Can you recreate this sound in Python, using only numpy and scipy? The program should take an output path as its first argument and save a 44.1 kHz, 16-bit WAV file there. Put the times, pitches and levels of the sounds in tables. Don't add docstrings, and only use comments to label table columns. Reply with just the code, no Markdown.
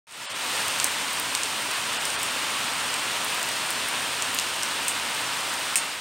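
import sys
import numpy as np
from scipy import signal
from scipy.fft import rfft, irfft
from scipy.io import wavfile
from scipy.ndimage import uniform_filter1d

SR = 44100
rng = np.random.default_rng(int(sys.argv[2]) if len(sys.argv) > 2 else 0)


def volts_from_db(level):
    exponent = np.asarray(level, float) / 20
    return 10 ** exponent


def persist_wave(psi):
    counts = np.round(np.clip(psi, -1, 1) * 32767).astype(np.int16)
    wavfile.write(sys.argv[1], SR, np.atleast_2d(counts).T)


N = 264644
PORT_RING_HZ = 8500

# time in seconds, level in dB, treble lift in dB.
RAIN_COURSE = [(0.57, -30, 0), (1.2, -32, 0), (2.47, -30.5, -1.5), (5.75, -31.5, -1.5)]
# frequency in Hz, density in dB per Hz.
HISS_SPECTRUM = [(25, -39), (55, -30), (90, -10.5), (130, -10), (200, -10.5), (275, -4.5), (335, -9.5),
                 (650, -4), (810, -4), (920, 0.5), (2200, -3), (2750, -0.5), (4000, -4.5), (6300, -9.5)]
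# frequency in Hz, gain in dB.
PORT_RESPONSE = [(7400, 1.5), (8300, 3), (8950, 6.5), (9400, 1), (10200, -9.5), (11800, -7.5), (13000, -12),
                 (15500, -12)]
# low edge in Hz, high edge in Hz, t60 in seconds, gain in dB.
IMPACT_BANDS = [
    (1500, 2800, .008, 1),
    (2400, 4900, .005, 1.6),
    (4600, 7700, .004, 2),
    (7500, 9600, .003, .8),
    (9900, 13300, .003, -7),
    (13300, 17000, .003, -4.5),
]


def evened(x):
    return x / np.sqrt(np.mean(x ** 2) + 1e-20)


def read(points, hz):
    f_hz, value = np.transpose(points)
    return np.interp(np.log(hz + 1), np.log(f_hz + 1), value)


def band(x, lo_hz, hi_hz):
    sos = signal.butter(2, [lo_hz, hi_hz], "band", fs=SR, output="sos")
    return signal.sosfilt(sos, x)


def coloured(x, *spectra):
    hz = abs(np.fft.fftfreq(8192, 1 / SR))
    log_gain = np.log(volts_from_db(sum(read(s, hz) for s in spectra)))
    taps = np.fft.ifft(np.exp(np.conj(signal.hilbert(log_gain)))).real[:4096]
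    return signal.oaconvolve(x, taps)[:N]


def fade(t):
    return np.interp(t, (0.048, 0.56, 5.793, 6.24), [0, 1, 1, 0])


def echoed(x):
    # delay in seconds, level in dB.
    echoes = [
        (.0023, -6.5),
        (.0055, -22),
        (0.0232, -11.5),
        (0.029, -15),
    ]
    taps = np.zeros(2048)
    for delay_s, level_db in echoes:
        taps[round(delay_s * SR)] += volts_from_db(level_db - 1.3)
    return x + signal.oaconvolve(x, band(taps, 300, 14000))[:N]


def impact_spray(noise, level_db):
    t = np.arange(len(noise)) / SR
    lumps = volts_from_db(2.2 * evened(uniform_filter1d(noise, size=60)))
    hush = lumps * noise[::-1]
    ring = evened(band(band(hush, 7800, 8700), 8400, 9900))
    wide = volts_from_db(-10) * evened(band(hush, 2600, 14000))
    below_ring = volts_from_db(-6) * evened(band(hush, 6300, 8800))
    envelope = volts_from_db(level_db - 60 * t / .11) * np.minimum(t / .004, 1)
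    return envelope * (ring + wide + below_ring)


def drop_impact(noise, parts_db, spray_db):
    t = np.arange(len(noise)) / SR
    out = impact_spray(noise, spray_db)
    for (lo_hz, hi_hz, t60_s, gain_db), peak_db in zip(IMPACT_BANDS, parts_db):
        snap = ((t == 0) + .3 * noise) * volts_from_db(-60 * t / t60_s)
        burst = band(band(snap, lo_hz, hi_hz), lo_hz, hi_hz)
        out = out + volts_from_db(peak_db + gain_db) * burst / abs(burst).max()
    return out


def large_drops():
    # start in seconds, peak in dB, pitch in octaves from the port ring,
    # narrowness in dB per octave squared, spray in dB re the ring.
    cracks = [(0.6822, -16, .35, 6, -22), (0.7998, -13, -0.45, 8, -23), (0.8436, -7, 0.3, 7, -19.5),
              (1.1987, -13.5, 0.86, 7, -26), (1.3507, -12.5, -0.049, 18, -19),
              (1.4341, -14, -0.22, 22, -21), (2.0538, -15, .05, 20, -19), (2.2312, -15, 0.26, 25, -16),
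              (3.4293, -18, 0.16, 7, -26), (4.2226, -15.5, -0.32, 17, -18), (4.3473, -10, 1, 13, -25),
              (4.388, -11.5, -0.88, 10, -21), (4.3979, -17, -0.3, 7, -22), (4.6328, -14.5, -0.052, 10, -20),
              (4.882, -10.5, 0.2, 22, -13), (5.7572, -5, 0.17, 23, -11), (5.7704, -19, .2, 10, -11)]
    # start in seconds, peak in dB, pitch in octaves from the ring.
    ticks = [(0.1107, -38, -.2), (0.1237, -34, -0.073), (0.172, -35, .3), (0.504, -25, .8),
             (0.5658, -21, .55), (0.7868, -21, .5), (0.8308, -25, .45), (1.1312, -20.5, 0.49),
             (1.3507, -13.5, -1.3), (1.567, -27, .8), (1.6202, -24, .45), (1.7121, -19.5, 0.16),
             (1.9307, -24, -0.03), (2.066, -25, .8), (2.1026, -21, -.15), (2.9411, -18.5, 0.0045),
             (3.2463, -15.5, 0.51), (3.3456, -20, .55), (3.4891, -18.5, 0.36), (3.7055, -15, 0.36),
             (3.885, -19.5, 0.48), (4.388, -20, .9), (4.6257, -22, -0.4), (4.882, -21, -1.7),
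             (5.148, -23, 0.27), (5.4074, -26, 0.41), (5.5395, -21, 0.15), (5.5938, -24, .5),
             (5.699, -27, .7), (5.7565, -11, -1.6)]
    tick_narrow_db, tick_spray_db = 19, -19
    rows = list(cracks) + [(*row, tick_narrow_db, tick_spray_db) for row in ticks]
    out, noise = np.zeros(N + 4096), rng.standard_normal((len(rows), 4096))
    centre_hz = [np.sqrt(lo_hz * hi_hz) for lo_hz, hi_hz, *_ in IMPACT_BANDS]
    octaves = np.log2(np.array(centre_hz) / PORT_RING_HZ)
    for (start_s, peak_db, pitch, narrow_db, spray_db), row in zip(rows, noise):
        at = round(start_s * SR) - 12
        parts_db = peak_db - narrow_db * (octaves - pitch) ** 2
        ring_db = peak_db - narrow_db * pitch ** 2
        out[at:at + len(row)] += drop_impact(row, parts_db, ring_db + spray_db)
    return echoed(out[:N])


def patter(t60_s=0.012):
    # rate in drops per second, level re the hiss in dB, size spread in dB.
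    layers = [
        (2490, -10.5, 6),
        (252, -15, -2.5),
    ]
    # frequency in Hz, gain in dB.
    tilt = [(500, -20), (2000, -4), (5000, -7), (9000, -1.5), (14000, 2.5)]
    t, out = np.arange(600) / SR, np.zeros(N)
    for per_s, share_db, spread_db in layers:
        chance, shape = rng.random((2, N))
        size_db = spread_db * np.minimum(rng.exponential(1, N), 3)
        hits = volts_from_db(size_db) * (chance < per_s / SR)
        shape = (shape * 12).astype(int)
        bursts = rng.standard_normal((12, len(t))) * volts_from_db(-60 * t / t60_s)
        layer = sum(signal.oaconvolve(hits * (shape == k), b)[:N] for k, b in enumerate(bursts))
        out += volts_from_db(share_db) * evened(coloured(echoed(layer), HISS_SPECTRUM, PORT_RESPONSE, tilt))
    return out


def hiss(patchy_db=0.22, flicker_db=-0.22):
    frames, hz = N // 512 + 5, np.fft.rfftfreq(2048, 1 / SR)
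    a, b, patches = rng.standard_normal((frames, 1025, 3)).T
    flicker = evened(uniform_filter1d(patches[0], size=3))
    patches = uniform_filter1d(patches, size=28, axis=0)
    patches = evened(uniform_filter1d(patches, size=7, axis=1))
    time_s, _, lift_db = np.transpose(RAIN_COURSE)
    treble = np.clip(np.log2(hz / 2500 + 1e-9), 0, 2)[:, None] / 2
    lift = np.interp(np.arange(frames) * 512 / SR, time_s, lift_db) * treble
    colour = (read(HISS_SPECTRUM, hz) + read(PORT_RESPONSE, hz))[:, None]
    z = (a + 1j * b) * volts_from_db(colour + patchy_db * patches + flicker_db * flicker + lift)
    return evened(signal.istft(z, nperseg=2048, noverlap=1536)[1][:N])


def side_noise():
    # time in seconds, centre in Hz.
    patches = [(0.232, 5470), (0.232, 9100), (1.393, 14450), (2.81, 8330), (2.902, 4920), (3.529, 4850),
               (3.785, 6300), (3.785, 12300), (5.271, 5760), (5.503, 7560), (5.828, 8560), (5.921, 4730),
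               (5.921, 10770)]
    width_hz, level_db = 1270, -36.5
    out, hz = np.zeros(N + 2048), np.fft.rfftfreq(2048, 1 / SR)
    for (time_s, centre_hz), row in zip(patches, rng.standard_normal((len(patches), 2048))):
        at = round(time_s * SR) - 1024
        noise = evened(irfft(rfft(row) * (abs(hz - centre_hz) < width_hz / 2)))
        colour_db = read(HISS_SPECTRUM, centre_hz) + read(PORT_RESPONSE, centre_hz)
        gain = fade(time_s) * volts_from_db(level_db + colour_db)
        out[at:at + 2048] += gain * noise * np.sqrt(signal.windows.hann(2048))
    return out[:N] * [[1], [-1]]


def ducked(x):
    # time in seconds, length in seconds, gain in dB.
    ducks = [
        (4.8803, .0025, -5),
        (5.7541, .0052, -14),
    ]
    t = np.arange(N) / SR
    gain_db = sum(db * np.exp(-((t - s) / length_s * 2) ** 4) for s, length_s, db in ducks)
    return x * volts_from_db(gain_db)


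def thinned(x):
    # time in seconds, threshold in dB re the rms line, share lost from 0 to 1,
    # frequency in Hz under which the bass is lost.
    gaps = [(.271, 3, .85, 520), (.279, 2, 1, 520), (.288, 1, .8, 520), (.338, 4, .8, 30),
            (1.987, 4, .75, 30), (2.174, 3, .75, 30)]
    out, window, hz = x.copy(), np.sqrt(signal.windows.hann(2048)), np.fft.rfftfreq(2048, 1 / SR)
    for time_s, threshold_db, share, bass_hz in gaps:
        at = round(time_s * SR) - 1024
        lines = rfft(out[at:at + 2048] * window)
        threshold = volts_from_db(threshold_db) * np.sqrt(np.mean(abs(lines) ** 2))
        lost = ((abs(lines) < threshold) & (hz > 3500)) | (hz < bass_hz)
        out[at:at + 2048] -= share * irfft(lines * lost) * window
    return out


def low_passed(x, edge_hz):
    return signal.oaconvolve(x, signal.firwin(511, edge_hz, window=("kaiser", 7), fs=SR), "same")


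def band_limited(x, edge_hz=15850, crack_edge_hz=16600):
    kept = low_passed(x, edge_hz)
    top = low_passed(x, crack_edge_hz) - kept
    crack = uniform_filter1d(abs(top), size=128) > volts_from_db(-47)
    gate = uniform_filter1d(uniform_filter1d(1. * crack, size=128), size=128)
    return kept + volts_from_db(-4) * top * gate


def scene():
    t, (time_s, level_db, _) = np.arange(N) / SR, np.transpose(RAIN_COURSE)
    level = fade(t) * volts_from_db(np.interp(t, time_s, level_db) + 2.5)
    return np.tile(level * (hiss() + patter()) + large_drops(), (2, 1))


def roll_off(x):
    return signal.sosfilt(signal.butter(12, 16970, fs=SR, output="sos"), x)


def record(dry):
    start_s = .0695
    mono = band_limited(thinned(ducked(dry[0])))
    mix = mono * (np.arange(N) > start_s * SR) + side_noise()
    return roll_off(mix)


dry = scene()
out = record(dry)
persist_wave(out)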